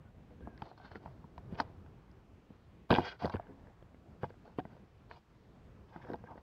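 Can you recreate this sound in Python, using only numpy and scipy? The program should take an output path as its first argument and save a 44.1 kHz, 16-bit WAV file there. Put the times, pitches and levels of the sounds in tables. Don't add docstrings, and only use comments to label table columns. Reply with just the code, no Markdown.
import sys
import numpy as np
from scipy import signal
from scipy.fft import rfft, irfft
from scipy.io import wavfile
from scipy.ndimage import uniform_filter1d

SR = 44100
rng = np.random.default_rng(int(sys.argv[2]) if len(sys.argv) > 2 else 0)


def inscribe(sig):
    pcm = np.round(np.clip(np.atleast_2d(sig).T, -1, 1) * 32767)
    wavfile.write(sys.argv[1], SR, pcm.astype(np.int16))


N = 283104

# time in seconds, rumble level in dB before buffeting and flicker.
BREEZE_GUSTS = [(0.0, -57), (.93, -60), (1.27, -59.5), (1.54, -48.5), (1.75, -55), (1.97, -58.5),
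                (2.57, -62), (2.91, -62), (3.36, -60), (3.81, -61.5), (4.4, -60.5), (4.9, -61.5),
                (5.83, -62), (6.04, -56), (6.2, -62.5), (6.42, -60.5)]
# frequency in Hz, relative density in dB per Hz.
BREEZE_COLOUR = [(15, -48.5), (25, -12), (59, -1.5), (96, -3), (216, -7), (266, -11), (298, -11.5),
                 (423, -13), (521, -17.5), (1020, -21.5), (1410, -26.5), (2830, -34.5), (6360, -46.5),
                 (8270, -52.5), (14000, -120)]
# start in seconds, length in seconds, starting pitch in Hz before the
# waver, starting level in dB before the roughness.
STRAP_SQUEAKS = [(0.057, 0.035, 1480, -72), (0.424, .02, 1610, -68), (0.456, 0.12, 1700, -69),
                 (0.813, .02, 1580, -60), (0.845, 0.044, 1600, -66)]
# start, firmest moment and end in seconds (sorted to shape the
# pressure), case level in dB when firmest, levels of the low, middle and top lid modes in dB relative to
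# the case, centre of the rubbed spot in Hz, damping factor, lid pitch factor under the grip.
SCRAPE_STROKES = [(0.587,0.658,0.75,-56,-12,-18,-15.5,704,2.4,0.91),(0.772,.78,0.8,-63,-9,-13,-9,810,1.9,0.94),(0.796,0.852,0.92,-59,-5.5,-12,-11.5,810,1.8,0.92),
                  (0.911,0.915,0.96,-54.5,-8,-16,-18,660,2,0.93),(0.948,0.953,0.99,-54,-4,-18,-16,670,1.9,0.93),
                  (0.996,1.055,1.153,-59.5,-11,-19,-21,750,2.4,0.96),(1.492,1.527,1.72,-58,-16,-17,-28,600,1.7,1),(1.542,1.55,1.558,-61,-9,-5,-15,700,1.5,1),
                  (1.576,1.601,1.63,-42.5,-8,-14.5,-15,850,1.8,1.04),(1.594,1.61,1.64,-60,-20,-25,-26,800,1.4,1),(1.632,1.65,1.77,-66.5,-11,-26,-29,700,1.5,0.95),
                  (2.895,2.917,3.09,-38,-17,-12,-18.5,650,1.3,1),(2.958,3.018,3.1,-60,-8,-8,-15,720,1.2,0.87),
                  (3.027,3.057,3.093,-58.5,10.5,5.5,2,700,0.55,0.99),(3.064,3.098,3.13,-57.5,9.5,8.5,2,700,0.58,1.01),(3.104,3.12,3.17,-57,1.5,-11,-14,600,0.93,0.98),(3.191,3.201,3.27,-53.5,-4.5,-12,-9.5,800,1.3,0.97),(3.215,3.24,3.3,-47.5,-7.5,-13,-14,754,1.5,1.02),
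                  (3.3,3.3,3.32,-52,-12,-15,-15,880,1.1,0.89),(3.317,3.325,3.365,-49.5,-13,-10.5,-14,800,1.1,0.96),(3.368,3.373,3.53,-59.5,-8.5,-26,-34,750,1.6,1.09),
                  (3.455,3.597,4.1,-69,-11.5,-28,-28,596,1.6,1.14),(4.213,4.243,4.27,-54,-6.5,-12.5,-18.5,700,1.3,1.02),(4.28,4.304,4.31,-63.5,-7,-9.5,-14,700,1.4,.97),
                  (4.441,4.456,4.57,-60,-15,-21,-22,650,1.8,0.93),(4.578,4.603,4.6,-54,-4,-5,-18,650,1.3,0.94),
                  (4.63,4.732,4.81,-63.5,-9.5,-24,-21,650,1.7,1),(5.095,5.126,5.15,-57.5,-11,-10.5,-10,847,1.3,0.9),(5.141,5.165,5.195,-58,-16,-14,-13,846,1.2,1),
                  (5.87,5.89,6.07,-65,-13,-15,-23,800,1.3,1.06),(5.922,5.934,6.2,-62,-6.5,-19,-23,875,0.92,1.03),(6.014,6.024,6.06,-66,3.5,-10,-20,800,1.6,1.1),
                  (6.053,6.1,6.15,-52,-16,-24,-27,640,0.87,1.13),(6.18,6.183,6.27,-66,-8,-24,-30,650,1.2,1.06),
                  (6.253,6.27,6.282,-67,2.5,-20,-30,700,0.78,1.03),(6.278,6.293,6.37,-53,-19,-33,-36,980,0.74,1),(6.303,6.31,6.33,-48,-17.5,-35.5,-36,800,0.58,1.04),
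                  (6.343,6.357,6.16,-59,-11,-26,-24,1000,1.1,1),(6.37,6.37,6.42,-58.5,-13,-23,-23,744,1.7,0.96)]
# time in seconds, peak level of the case ring in dB, levels of thump, tick and crack in
# dB relative to that ring, centres of thump, ring and crack in Hz, ring length factor.
KNOCK_BLOWS = [(.307,-51,1,-20,-36,228,500,2400,3.9),(.406,-51.5,8,-12,-18,120,408,2700,1.5),
               (.473,-32.5,-4,-25,-47,317,670,2900,0.53),(0.577,-52,6,-2.5,0,104,447,4200,1),
               (.620,-32.5,-3.5,-9.5,-13,121,845,2920,0.53),(0.6204,-56,-20,-10,3,120,850,4700,0.5),(.714,-43.5,-25,-12,-33,90,690,2400,0.7),
               (.777,-50,-10,-11,-11.5,139,1130,4550,0.97),(0.799,-49.5,-12,-11,-22,140,940,3300,1.5),
               (.846,-53,7,0,-10,100,1050,4000,1.4),(.916,-43,0,-5,-16,89,467,4700,0.7),
               (.956,-38.5,-7,0,-15,140,425,3000,0.45),(1.037,-49,-10,-23,-27,90,670,3150,0.79),
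               (1.059,-36.5,-3,-17,-28,105,825,2450,0.47),(1.077,-44.5,-7.5,-24,-33,100,956,2600,0.65),
               (1.241,-49.5,3.5,-23,-25,109,930,3200,0.99),(1.379,-39,-4.5,-11,-11.5,98,796,2630,0.98),(1.3795,-61.5,-20,-10,6.5,98,796,4700,0.8),
               (1.524,-41,9,-22,-27,156,400,2900,0.48),(1.554,-47,0,-5,-7,145,886,2700,.85),
               (1.600,-20,-13,-6.5,-15.5,380,990,2930,0.65),(1.602,-26.5,-6,-11,-4,170,960,4900,0.94),
               (1.862,-54,-4,-5.5,-13,90,610,2600,1.5),(2.114,-72,-20,-20,8,150,600,5700,.5),(2.504,-46,4,-29,-40,151,423,2900,0.63),
               (2.9036,-19.5,-0.5,-17,-27,91.5,640,2700,0.47),(2.906,-19,-8,-7,-5.5,180,790,3300,0.58),(2.9084,-14,-1,-19,-21,200,800,2400,0.62),
               (2.9136,-18.5,-16.5,-11.5,-5,350,436,3200,1.6),(2.923,-19,-4,-9,-10,147,686,2600,0.64),
               (2.927,-17.5,-3,-15,-23,240,595,4200,1.1),(2.94,-24.5,-5,-12,-1.5,260,611,3080,1.4),
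               (2.9506,-23,-14,-7,-0.5,330,413,2900,1.1),(2.9605,-27,-6,-7,-2,350,900,3180,1.6),
               (2.970,-28.5,-14,-19,-9,90,730,2900,1.7),(2.981,-30.5,0,-18,-27,200,600,3400,0.81),(2.984,-17.5,-1,-18,-26,290,700,3400,0.71),
               (2.992,-26,-5,-20,-27,100,725,3350,1.4),(3.004,-33.5,-32,-7,-21,120,680,2500,.73),
               (3.017,-34,-34,-24,-17,280,704,2900,0.87),(3.040,-40,-16,-15,-11,150,700,2950,1),
               (3.221,-32,-4,-24,-20,140,690,3100,1.9),(3.236,-33,1,-20,-32,165,759,3150,0.88),
               (3.246,-22,-0.5,-15.5,-27,295,416,2400,0.42),(3.251,-25,-12,-16,-26,260,410,2400,0.45),
               (3.2556,-25,-4.5,-18,-13,90,587,5030,0.68),(3.265,-32.5,-8,-20,-22,210,869,2500,1.2),
               (3.276,-29.5,-8,-27,-31,135,660,3600,0.52),(3.297,-31.5,-15,-15,-15,320,767,4700,2.6),
               (3.338,-33.5,-8,-7,-22,300,700,2600,.6),(3.341,-28.5,-5.5,-14.5,-26,348,500,2450,0.55),(3.347,-30.5,6,-17,-22,114,465,2400,0.62),
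               (3.357,-31.5,-34,-14,-15,130,678,2700,0.86),(3.366,-41.5,-19,-1.5,-8,89.99,820,3100,1.1),
               (3.397,-31.5,-34,-19,-33,100,730,2400,0.54),(3.469,-49,-16,-5.5,-18,270,453,2400,0.54),
               (3.490,-48.5,3,-16,-29,230,460,2400,4.1),(3.670,-47.5,-15,-9,-29,90,409.9,4200,0.64),
               (3.825,-44,-12,-18,-21,140,422,2840,0.37),(3.945,-46,-12,-12.5,-23,330,440,2500,0.35),
               (4.233,-24,-2,-15,-36,187,450,2700,0.41),(4.241,-27,-9.5,-21,-27,95,690,2400,1.67),
               (4.304,-41,-13,-12.5,-35,291,503,3000,0.58),(4.341,-47.5,-23,-11,-29.5,300,500,2900,0.31),
               (4.455,-50,-11,-8,-15.5,90,780,3800,0.49),(4.477,-47,-13,-12,-33,90,431,3640,0.76),
               (4.586,-23.5,-3,-17.5,-30,200,557,3100,0.37),(4.592,-31.5,-9.5,-17,-13.5,200,704,2800,1.37),
               (4.599,-39.5,3,-8,-10,134,590,2902,0.73),(4.652,-38,-1,-10.5,-42,150,570,3300,0.65),
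               (4.767,-49,-18,-25.5,-33,100.7,425,2720,0.35),(5.112,-38,-29,-6.5,-9,130,890,2460,0.67),
               (5.960,-38.5,1.5,-6.5,-24,260,647,2400,0.52),(6.048,-41.5,-5,-7,-18,250,404,2400,0.94),
               (6.068,-51,-7,-5,-25,250,700,2400,.8),(6.086,-43,1.5,-10,-37,325,610,3900,2.9),(6.101,-32.5,-14,-18,-27,285,402,2400,1),
               (6.116,-34.5,-3.5,-18,-27,215,431,4000,1.1),(6.134,-32.5,-3.5,-10.5,-18.5,350,400,3700,1.17),
               (6.1413,-33,-12,-32,-19,240,674,2700,1.1),(6.157,-45,-4,-27,-15,205,678,4000,0.78),
               (6.2393,-37,-4,-19,-36,329.6,600,2400,0.86),(6.271,-53,-7,1,-28,206,748,2450,1.59),
               (6.312,-46,-8,-41,-40,330,772,2700,2.9),(6.356,-42.5,-12,-20,-30,220,471,2500,0.98),
               (6.377,-43,-3,-6,-20,185,770,2500,0.75)]
# frequency in Hz, relative level in dB, time to fade by 60 dB in seconds, all for an
HULL_MODES = [(88.9, -5, 0.22), (148.4, -2.5, 0.096), (184.5, 2.5, 0.08), (253, 3.5, 0.085),
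              (314.7, 1, 0.1)]
CASE_MODES = [(398, -3.5, 0.036), (488, -6, 0.053), (606, -4, 0.021), (710.3, -4.5, 0.047), (814, 0, 0.021),
              (918, 2, 0.024), (1074, 2.5, 0.011), (1270, -2.5, 0.013)]
LID_MODES = [(1543, 1, 0.018), (1832, -11.5, 0.024), (1993, -11.5, 0.022), (2450, -1, 0.02),
             (2895, -4.5, 0.035), (3247, -3, 0.025), (3740, -8.5, 0.015), (4085, -8, 0.046),
             (4570, -3, 0.037), (4765, -4.5, 0.031), (5050, -6.5, 0.02), (5700, -16.5, 0.009)]

MUFFLE_HZ, TOP_HZ = 6140, 15740
HISS_DB = -93.5
CRACK_T60_S = 0.005472
CHATTER_MS = 3.043
LAND_DB, LIFT_DB = -10, -13.5
SAG_HZ_PER_S, FADE_DB_PER_S = 1500, 34
SOFT_OCTAVES_PER_DB = 0.03


def undb(db):
    return 10 ** (np.asarray(db) / 20)


def unit(x):
    return x / np.sqrt(np.mean(x ** 2))


def walk(rate):
    hold = int(SR / rate)
    steps = np.repeat(rng.standard_normal(N // hold + 1), hold)
    smooth = uniform_filter1d(uniform_filter1d(steps, hold), hold)
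    return unit(smooth[:N])


def gate(start, end, edge_s):
    t = np.arange(N) / SR
    return np.clip(np.minimum(t - start, end - t) / edge_s + .5, 0, 1)


def breeze():
    s, gust_db = np.transpose(BREEZE_GUSTS)
    gust_db = np.interp(np.arange(N) / SR, s, gust_db)
    calm_db = np.median(gust_db)
    f = np.maximum(np.arange(N // 2 + 1) * SR / N, 1)
    colour_hz, colour_db = np.transpose(BREEZE_COLOUR)
    colour = undb(np.interp(np.log(f), np.log(colour_hz), colour_db))
    air = colour * rfft(rng.standard_normal(N))
    bass_level = np.std(irfft(air * (f < 350), N))
    out, buffet = 0, walk(14)
    for k in range(-1, 19):
        band = np.cos(np.pi / 2 * np.clip(2 * np.log2(f / 30) - k, -1, 1)) ** 2
        centre_hz = 30 * 2 ** (k / 2)
        gust_share = 1 / (1 + (centre_hz / 900) ** 1.3)
        db = gust_share * (gust_db - calm_db + 2.6 * buffet + 2.13 * walk(22.08))
        db = db + 1.1 * walk(6.3)
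        out = out + undb(db) * irfft(air * band, N)
    return out / bass_level * undb(calm_db)


def squeaks():
    t, waver, out = np.arange(N) / SR, 1 + .014 * walk(120), 0
    for start, length, hz, db in STRAP_SQUEAKS:
        age = np.clip(t - start, 0, length)
        pitch = (hz - SAG_HZ_PER_S * age) * waver
        tone = np.sqrt(2) * np.sin(2 * np.pi * np.cumsum(pitch) / SR)
        out = out + gate(start, start + length, 0.022) * undb(db - FADE_DB_PER_S * age) * tone
    roughness = undb(3.5 * walk(150))
    return roughness * out


def resonate(x, modes, damp, sign):
    out = 0
    for k, (hz, db, t60) in enumerate(modes):
        r = 1000. ** (-damp / (t60 * SR))
        w = 2 * np.pi * hz / SR
        mode = signal.lfilter([np.sin(w)], [1, -2 * r * np.cos(w), r * r], x)
        out = out + sign ** k * undb(db) * mode
    return unit(out)


def scrapes():
    out, grip, rubs, edge_s = np.zeros(N), walk(70), [], .012
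    for _ in range(4):
        slips = (rng.random(N) < 1400 / SR) * rng.standard_normal(N)
        slips = slips * undb(1.5 * rng.exponential(size=N))
        friction = .9 * rng.standard_normal(N)
        flutter = undb(.6 * grip + 1.5 * walk(150))
        rubs.append((unit(slips) + friction) * flutter)
    for start, firmest, end, db, low_db, mid_db, top_db, spot_hz, damp, pitch in SCRAPE_STROKES:
        span = slice(int((start - edge_s) * SR), int((end + edge_s) * SR))
        times = np.sort([start, firmest, end])
        stroke_db = db + np.interp(np.arange(N)[span] / SR, times, [LAND_DB, 0, LIFT_DB])
        case = [(hz, g - 6 * (np.log2(hz / spot_hz) / 0.87) ** 2, t60) for hz, g, t60 in CASE_MODES]
        lid = [(hz * pitch, g, t60) for hz, g, t60 in LID_MODES]
        groups = (case, lid[:3], lid[3:6], lid[6:])
        levels_db = (0, low_db, mid_db, top_db)
        damp_factors, signs = (1.03, 0.77, 0.93, 0.92), (-1, 1, 1, 1)
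        shake = 0
        for modes, rub, g, d, sign in zip(groups, rubs, levels_db, damp_factors, signs):
            shake = shake + undb(g) * resonate(rub[span], modes, d * max(damp, .3), sign)
        out[span] += gate(start, end, edge_s)[span] * undb(stroke_db) * shake
    return out


def ring(modes, chance, centre_hz, octaves, stretch, detune, scatter_db, push_s, together=.8, rise_s=0.000092):
    hz, db, t60 = np.transpose(modes)
    t = np.arange(int(.11 * SR))[:, None] / SR
    count = len(hz)
    distance = np.log2(hz / centre_hz) / octaves
    gain = undb(db + scatter_db * chance[count:2 * count] - 5.7 * distance ** 2)
    gain = gain * np.sign(chance[2 * count:3 * count] + together)
    tones = np.sin(2 * np.pi * hz * (1 + detune * chance[:count]) * t)
    fade = 1000. ** (-t / (t60 * max(stretch, .1)))
    y = (gain * tones * fade).sum(axis=1)
    y = y * (1 - np.exp(-t[:, 0] / max(rise_s, 1 / SR)))
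    return np.convolve(y, np.hanning(3 + int(push_s * SR)))[:len(t)]


def chatter(y, length_ms, chance):
    touches = np.zeros(int(.03 * SR))
    touches[0] = 1
    places = np.abs(chance[:6]) * max(length_ms, 0) * SR / 1000
    places = np.minimum(places, len(touches) - 1).astype(int)
    np.add.at(touches, places, 0.38 * chance[6:12] * np.exp(-places / SR / 0.0057))
    y = signal.fftconvolve(y, touches)[:len(y)]
    return y / np.abs(y).max()


def knocks():
    out = np.zeros(N + SR)
    chance = rng.standard_normal((len(KNOCK_BLOWS), 130))
    crack_modes = [(hz, g, CRACK_T60_S) for hz, g, _ in LID_MODES[2:]]
    for blow, c in zip(KNOCK_BLOWS, chance):
        s, db, thump_db, tick_db, crack_db, thump_hz, ring_hz, crack_hz, stretch = blow
        case_octaves = max(0.87 + SOFT_OCTAVES_PER_DB * tick_db, .3)
        case = ring(CASE_MODES, c, ring_hz, case_octaves, stretch, detune=0.036, scatter_db=2.5,
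                    push_s=0.00042, together=1.4, rise_s=0.00039)
        hull = ring(HULL_MODES, c[24:], thump_hz, 0.89, stretch, detune=0.092, scatter_db=3.0,
                    push_s=0.0013, together=1.6)
        tick = ring(LID_MODES[:3], c[40:], 1650., 1.5, stretch, detune=.04, scatter_db=3.5,
                    push_s=.0002, rise_s=.0005)
        crack = ring(crack_modes, c[44:], crack_hz, 0.41, 1, detune=0.038, scatter_db=1.0,
                     push_s=.0001, together=.1, rise_s=0.00097)
        y = chatter(case, CHATTER_MS, c[74:])
        y = y + undb(thump_db) * chatter(hull, 0.6 * CHATTER_MS, c[86:])
        y = y + undb(tick_db) * chatter(tick, CHATTER_MS, c[98:])
        y = y + undb(crack_db) * chatter(crack, .3 * CHATTER_MS, c[110:])
        i = int(s * SR)
        out[i:i + len(y)] += undb(db) * y
    return out[:N]


def scene():
    handling = knocks() + scrapes() + squeaks()
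    muffle = signal.butter(7, MUFFLE_HZ, fs=SR, output="sos")
    bass_cut = signal.butter(2, 70., "high", fs=SR, output="sos")
    shell = signal.sosfilt(bass_cut, signal.sosfilt(muffle, handling))
    return (shell + breeze())[None]


def record(dry):
    loudness = uniform_filter1d(uniform_filter1d(np.abs(dry), 900, axis=1), 900, axis=1)
    following_level = undb(-41.0) * loudness
    noise = (undb(HISS_DB) + following_level) * rng.standard_normal(dry.shape)
    top_cut = signal.ellip(10, .2, 60, TOP_HZ, fs=SR, output="sos")
    return signal.sosfilt(top_cut, dry + noise)


dry = scene()
out = record(dry)
inscribe(out)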